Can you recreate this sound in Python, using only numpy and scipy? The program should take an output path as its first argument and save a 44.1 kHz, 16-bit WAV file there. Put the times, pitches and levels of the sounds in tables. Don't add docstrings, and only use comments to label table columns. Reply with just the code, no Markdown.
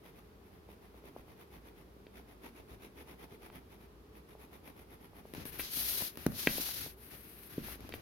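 import sys
import numpy as np
from scipy import signal
from scipy.fft import rfft, irfft, next_fast_len
from scipy.io import wavfile
from scipy.ndimage import map_coordinates

SR = 44100
rng = np.random.default_rng(int(sys.argv[2]) if len(sys.argv) > 2 else 0)


def to_wav(s):
    ch = np.atleast_2d(s).T
    pcm = np.round(np.clip(ch, -1, 1) * 32767)
    wavfile.write(sys.argv[1], SR, pcm.astype(np.int16))


N = 353241


def amp(db):
    return 10 ** (np.asarray(db) / 20)


def unit(pair):
    return pair / np.sqrt(np.mean(pair.mean(0) ** 2) + 1e-20)


def along(points, hz):
    freqs, values = np.transpose(points)
    return np.interp(np.log(hz + 1), np.log(freqs + 1), values)


def wobble(rate):
    return map_coordinates(rng.standard_normal(int(N * rate / SR) + 4), [np.arange(N) * rate / SR])


def filtered(x, response):
    size = next_fast_len(N + SR // 2)
    return irfft(rfft(x, size) * response(np.fft.rfftfreq(size, 1 / SR)), size)[..., :N]


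def ringing(noise, centre_hz, width_hz):
    return unit(filtered(noise, lambda hz: 1 / (1 + ((hz - centre_hz) / width_hz) ** 2)))


def add(track, start, sound):
    part = track[..., round(start * SR):][..., :sound.shape[-1]]
    part += sound[..., :part.shape[-1]]


# f/Hz, likeness (1 = the same, 0 = unrelated)
LIKENESS = [(60, 0.96), (130, 0.81), (300, 1), (640, 0.085), (1400, -0.19), (3000, 0.011), (15000, -0.05)]

def stereo_shares(hz):
    angle = np.arccos(np.clip(along(LIKENESS, hz), -1, 1)) / 2
    return np.array([np.cos(angle), np.sin(angle)])


def spread(noises, tone, balance):
    common, opposite = filtered(noises, lambda hz: amp(along(tone, hz)) * stereo_shares(hz))
    pair = np.array([common + opposite, common - opposite])
    return unit(filtered(pair, lambda hz: amp(np.outer([.5, -.5], along(balance, hz)))))


def friction(tone, balance, slips_per_s, slip_db):
    slips = (rng.random(N) < slips_per_s / SR) * rng.standard_normal((2, N))
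    smooth = unit(rng.standard_normal((2, N)))
    return spread(smooth + amp(slip_db) * unit(slips), tone, balance)


# f/Hz, level/dB
AIR_TONE = [(25, -34), (48, -16), (90, -5), (120, -10), (190, -7.5), (300, -9.5), (430, -6), (520, -16),
            (930, -19), (1150, -20), (1700, -25.5), (5000, -33.5), (7900, -42.5), (12000, -33.5),
            (16000, -40)]

def background(air_db=-60, hum_db=-65):
    air = spread(rng.standard_normal((2, N)), AIR_TONE, balance=[(100, 0), (10000, 0)])
    return amp(air_db) * air + amp(hum_db) * ringing(air, centre_hz=57, width_hz=5)


# f/Hz, fade/s
ECHO_FADE = [(100, 0.5), (300, .38), (1000, 0.25), (10000, 0.7)]
# f/Hz, level/dB
ECHO_TONE = [(50, 14), (140, -0.5), (250, 5.5), (420, -13), (620, 4), (2000, -4), (10000, -4.5)]

def room_echo(sound):
    hz, t, noise = signal.stft(rng.standard_normal((2, SR // 2)), SR, nperseg=256)
    common, opposite = stereo_shares(hz)[:, :, None] * noise
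    fade = amp(-60 * t / along(ECHO_FADE, hz)[:, None])
    tail = signal.istft(fade * np.array([common + opposite, common - opposite]), SR, nperseg=256)[1]
    delayed = np.pad(sound, ((0, 0), (SR // 250, 0)))
    echo = signal.fftconvolve(delayed, tail / np.linalg.norm(tail[0]), axes=1)[:, :N]
    return filtered(echo, lambda hz: amp(along(ECHO_TONE, hz)))


# t/s, level/dB, brightness/dB per octave
CRAYON_KNOCKS = [(2.067, -45.5, 18), (3.5005, -45, 11), (5.595, -28, 6), (5.598, -26.5, 9),
                 (5.6045, -28.5, 12), (6.4724, -7.5, 3), (7.9235, -33, 18), (7.9388, -29, 14)]
# f/Hz, level/dB, fade/s
KNOCK_NOTES = [(1370, -16, 0.011), (1640, -10.5, 0.031), (1958, -17, 0.052), (2020, 3.5, 0.0058),
               (2340, 4, 0.0071), (2640, -19, 0.059), (3160, -16, 0.028), (3690, -17, 0.014),
               (3940, -28, 0.014), (4540, -30, 0.027)]

def knocks(level_db=-6):
    track, t = np.zeros(N), np.arange(SR // 8) / SR
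    onset = 1 - np.exp(-t / .0003)
    for start, db, brightness in CRAYON_KNOCKS:
        for hz, note_db, fade_s in KNOCK_NOTES:
            start_db = db + level_db + note_db + brightness * np.log2(hz / 2200)
            add(track, start, onset * amp(start_db - 60 * t / fade_s) * np.sin(2 * np.pi * hz * t))
    return track * amp([[1], [-1]])


def hand_speed(start, length, rise_s, stop_s, sag_db_per_s=0):
    t = np.arange(N) / SR - start
    ease = lambda u: np.sin(np.pi / 2 * np.clip(u, 0, 1)) ** 2
    sag = amp(-sag_db_per_s * np.clip(t, 0, length))
    return ease(t / rise_s) * sag * ease(1 - (t - length) / stop_s)


# t/s, length/s, level/dB, extra edge hiss/dB
SHEET_DRAGS = [(5.564, 0.048, -46, 1), (5.661, 0.35, -44, 6.8), (6.302, 0.14, -47, 3),
               (6.431, .23, -45.5, 4.5), (6.636, 0.18, -49.5, 3.5)]

def drag_gains(bend_db=-14, rasp_db=-10):
    slide, hiss = np.zeros((2, N))
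    for start, length, db, edge_db in SHEET_DRAGS:
        speed = hand_speed(start, length, rise_s=.12, stop_s=.13, sag_db_per_s=4.5)
        slide = np.hypot(slide, amp(db) * speed)
        hiss = np.hypot(hiss, amp(db + edge_db) * speed ** 1.2)
    return np.array([amp(bend_db) * slide, amp(rasp_db) * slide, slide, hiss])


# t/s, length/s, level/dB, crispness/dB
SHEET_RUSTLES = [(5.23, 0.12, -72.5, -1), (5.33, 0.084, -58, -5.5), (5.445, 0.039, -57, 4.5),
                 (5.5, 0.092, -58, 0.5), (5.58, 0.019, -51.5, 7), (5.995, 0.026, -55.5, -4.5),
                 (6.07, .07, -69, 0), (6.16, 0.096, -59, 0), (6.275, 0.11, -64, 3), (6.74, .1, -58, 1.5),
                 (6.85, .06, -65.5, 4), (6.93, .55, -66.3, 4.3), (7.1, 0.037, -60, -1.5),
                 (7.47, .25, -61.5, -1.5), (7.62, .1, -56.5, 1.5), (7.76, .22, -65, -6.5),
                 (7.925, 0.021, -60.5, 1)]

def rustle_gains(bend_db=4, rasp_db=-1, slide_db=-4, hiss_db=3):
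    power = np.zeros((4, N))
    for start, length, db, crisp_db in SHEET_RUSTLES:
        ease_s = .2 * length
        speed = hand_speed(start, length, rise_s=.016 + ease_s, stop_s=.04 + ease_s)
        mix = amp([bend_db - crisp_db, rasp_db, slide_db, hiss_db + crisp_db])
        power += np.outer(mix, amp(db) * speed) ** 2
    return np.sqrt(power)


# f/Hz, level/dB
BEND_TONE = [(30, -17), (65, 2.5), (110, -1), (200, -6.5), (350, -5), (600, -15.5), (1200, -17.5),
             (2500, -54)]
RASP_TONE = [(250, -43), (550, -1.5), (1000, -2.5), (1500, 5.5), (2500, 5), (3300, -1), (4200, -8),
             (6000, -37)]
SLIDE_TONE = [(1800, -13.5), (3000, -6), (4000, -2), (5000, -3.5), (6500, -7), (7900, -18.5), (10000, -27)]
EDGE_TONE = [(6500, -50), (8000, -19.5), (9300, -7.5), (10700, -3), (12200, 0.5), (14000, -5), (16000, -11)]
# f/Hz, left minus right/dB
SHEET_BALANCE = [(200, 4.5), (1300, 2), (2400, 2), (4400, -1), (8000, 1), (11000, 8.5), (15000, 8)]

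def paper(bend_gain, rasp_gain, slide_gain, hiss_gain, flutter_db=1.02):
    bend = bend_gain * friction(BEND_TONE, SHEET_BALANCE, slips_per_s=120, slip_db=-3)
    rasp = rasp_gain * friction(RASP_TONE, SHEET_BALANCE, slips_per_s=250, slip_db=-12)
    slide = slide_gain * friction(SLIDE_TONE, SHEET_BALANCE, slips_per_s=570, slip_db=-17)
    hiss = hiss_gain * friction(EDGE_TONE, SHEET_BALANCE, slips_per_s=3000, slip_db=-8)
    return bend + amp(flutter_db * wobble(90)) * (rasp + slide + hiss)


# t/s, pop level/dB, pop f/Hz, snap level/dB
SHEET_BUCKLES = [(5.339, -36.5, 272, -33.5), (5.351, -48, 298, -33), (5.382, -34, 227, -50),
                 (5.456, -37, 258, -30.5), (5.596, -33.5, 300, -32), (5.775, -38, 219, -48),
                 (6.008, -40, 430, -44), (6.022, -37, 453, -32), (6.158, -55, 302, -40),
                 (6.175, -39, 236, -30), (6.267, -16, 205, -19), (6.322, -44, 251, -38),
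                 (6.4736, -16.5, 279, -19), (6.584, -30, 405, -42), (6.601, -35.5, 220, -38),
                 (6.691, -39, 630, -45), (6.864, -38, 464, -41), (7.583, -24, 232, -48),
                 (7.686, -39, 600, -48), (7.758, -43, 266, -48), (7.808, -45, 247, -41),
                 (7.851, -42, 300, -47), (7.893, -41, 380, -35), (7.941, -36, 380, -36)]

def snaps(level_db=-5, crack_fade_s=.0098, shiver_db=-19, shiver_fade_s=.071):
    track, t = np.zeros((2, N)), np.arange(SR // 10) / SR
    fade = amp(-60 * t / crack_fade_s) + amp(shiver_db - 60 * t / shiver_fade_s)
    for pop_time, _, pop_hz, db in SHEET_BUCKLES:
        crack = amp(db + level_db) * fade * rng.standard_normal((2, len(t)))
        add(track, pop_time - .5 / pop_hz, crack)
    # f/Hz, level/dB
    tone = [(200, 5), (1000, 9), (3000, 1), (6000, -5), (8000, -15.5), (11000, 2), (16000, -7)]
    return filtered(track, lambda hz: amp(along(tone, hz) + np.outer([.5, -.5], along(SHEET_BALANCE, hz))))


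# t/s, level/dB, f/Hz
TIP_TAPS = [(.691, -44.5, 430), (.945, -46.5, 490), (1.042, -44, 384), (1.165, -34, 484), (1.282, -49, 600),
            (1.967, -47, 260), (2.069, -44, 280), (2.72, -45, 89.5), (3.502, -43.5, 754),
            (4.353, -43.5, 457), (5.134, -48, 597), (5.255, -42, 460)]
# f/Hz, level/dB, fade/s
DESK_NOTES = [(84, -24, .08), (140, -22.5, .1), (205, -27, .1)]

def thumps(rebound=.48):
    track, t = np.zeros(N), np.arange(-SR // 50, SR // 5) / SR
    after = np.maximum(t, 0)
    desk = -sum(amp(db - 60 * after / fade_s) * np.sin(2 * np.pi * hz * after)
                for hz, db, fade_s in DESK_NOTES)
    for time, db, hz, *_ in TIP_TAPS + SHEET_BUCKLES:
        stretch = 1 + rebound * np.tanh(hz * t)
        bulge = np.exp(-(np.pi * hz * t / stretch) ** 2)
        push = -np.gradient(np.gradient(bulge))
        add(track, time + t[0], amp(db) * (push / push.max() + desk))
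    return track * amp([[.5], [-.5]])


# t/s, level/dB, lower ring/dB, upper ring/dB
GRIP_SHIFTS = [(1.9, -2.5, -14, -12), (2.3, -4.5, 0, -16), (3.6, -3, -7, -22), (4.3, -1.5, -2, -4)]
# f/Hz, level/dB
SIZZLE_TONE = [(6000, -55), (8000, -15), (9500, -2), (11000, 3), (13500, 1), (14500, 2), (16000, -3)]
# f/Hz, width/Hz
TIP_RINGS = [(10950, 1100), (12650, 620)]
# f/Hz, left minus right/dB
TIP_BALANCE = [(100, -8), (500, 4), (1300, -6), (2400, 7), (4400, -4), (9000, 3), (15000, 2.5)]

def tip_sizzle(t):
    times, *columns = np.transpose(GRIP_SHIFTS)
    level, *shares = [amp(np.interp(t, times, column)) for column in columns]
    sizzle = friction(SIZZLE_TONE, TIP_BALANCE, slips_per_s=3100, slip_db=0)
    for share, (hz, width_hz) in zip(shares, TIP_RINGS):
        rub = friction(SIZZLE_TONE, TIP_BALANCE, slips_per_s=2000, slip_db=1)
        sizzle += share * ringing(rub, hz, width_hz)
    return level * sizzle / np.sqrt(1 + np.sum(np.square(shares), 0))


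# t/s, level/dB
CRAYON_STROKES = [(.071, -65.5), (.181, -69.5), (.466, -75.5), (.548, -73.5), (.716, -69), (.85, -72),
                  (.969, -71.5), (1.07, -66.5), (1.188, -68.5), (1.306, -69), (1.41, -66.5), (1.55, -65),
                  (1.672, -68.5), (1.796, -69.5), (2.176, -63.5), (2.309, -68), (2.458, -60.5),
                  (2.583, -64.5), (2.722, -64), (2.844, -62), (2.996, -61.5), (3.104, -61), (3.224, -62),
                  (3.333, -66.5), (3.449, -62.5), (3.558, -62.5), (3.73, -68), (3.829, -69.5),
                  (4.17, -69.5), (4.315, -68.5), (4.424, -65.5), (4.548, -66.5), (4.677, -62.5),
                  (4.797, -66), (4.928, -66.5), (5.039, -67.5), (5.18, -65.5)]
# f/Hz, level/dB
SCRATCH_TONE = [(500, -15), (1100, -0.5), (1600, -3), (2000, 0.5), (2550, -2.5), (2900, -7), (3500, -4.5),
                (4200, -12.5), (6000, -13), (7800, -25), (10000, -45)]
DESK_TONE = [(30, -21), (65, -2), (120, -4.5), (220, 2.5), (430, 2), (620, -5), (880, -2), (1250, -16),
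             (1800, -32), (3000, -52)]

def crayon(scratch_db=1, sizzle_db=.5, desk_db=5, chatter_db=1.75, drift=.035):
    t = np.arange(N) / SR
    strokes = np.zeros(N)
    for middle, db in CRAYON_STROKES:
        length = .051 + .0002 * (db + 67)
        near = abs(t - middle) < 2 * length
        strokes[near] += amp(db) * np.exp(-abs(2 * (t[near] - middle) / length) ** 2.43 / 2)
    place = np.cumsum(1 + drift * wobble(8)) / SR
    roaming = lambda pair: np.array([np.interp(place % t[-1], t, side) for side in pair])
    wax_rub = roaming(friction(SCRATCH_TONE, TIP_BALANCE, slips_per_s=900, slip_db=-5.5))
    desk_rub = roaming(friction(DESK_TONE, TIP_BALANCE, slips_per_s=180, slip_db=-3.5))
    tip = strokes * (amp(scratch_db) * wax_rub + amp(sizzle_db) * tip_sizzle(t))
    force = strokes.max() * (strokes / strokes.max()) ** .76
    return amp(chatter_db * wobble(220)) * (tip + amp(desk_db) * force * desk_rub)


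def scene():
    at_desk = thumps() + snaps() + knocks() + crayon()
    sheet = paper(*np.hypot(drag_gains(), rustle_gains()))
    return at_desk + amp(-8) * room_echo(at_desk) + sheet + background()


def record(dry, top_hz=15900):
    return filtered(dry, lambda hz: hz < top_hz)


dry = scene()
out = record(dry)
to_wav(out)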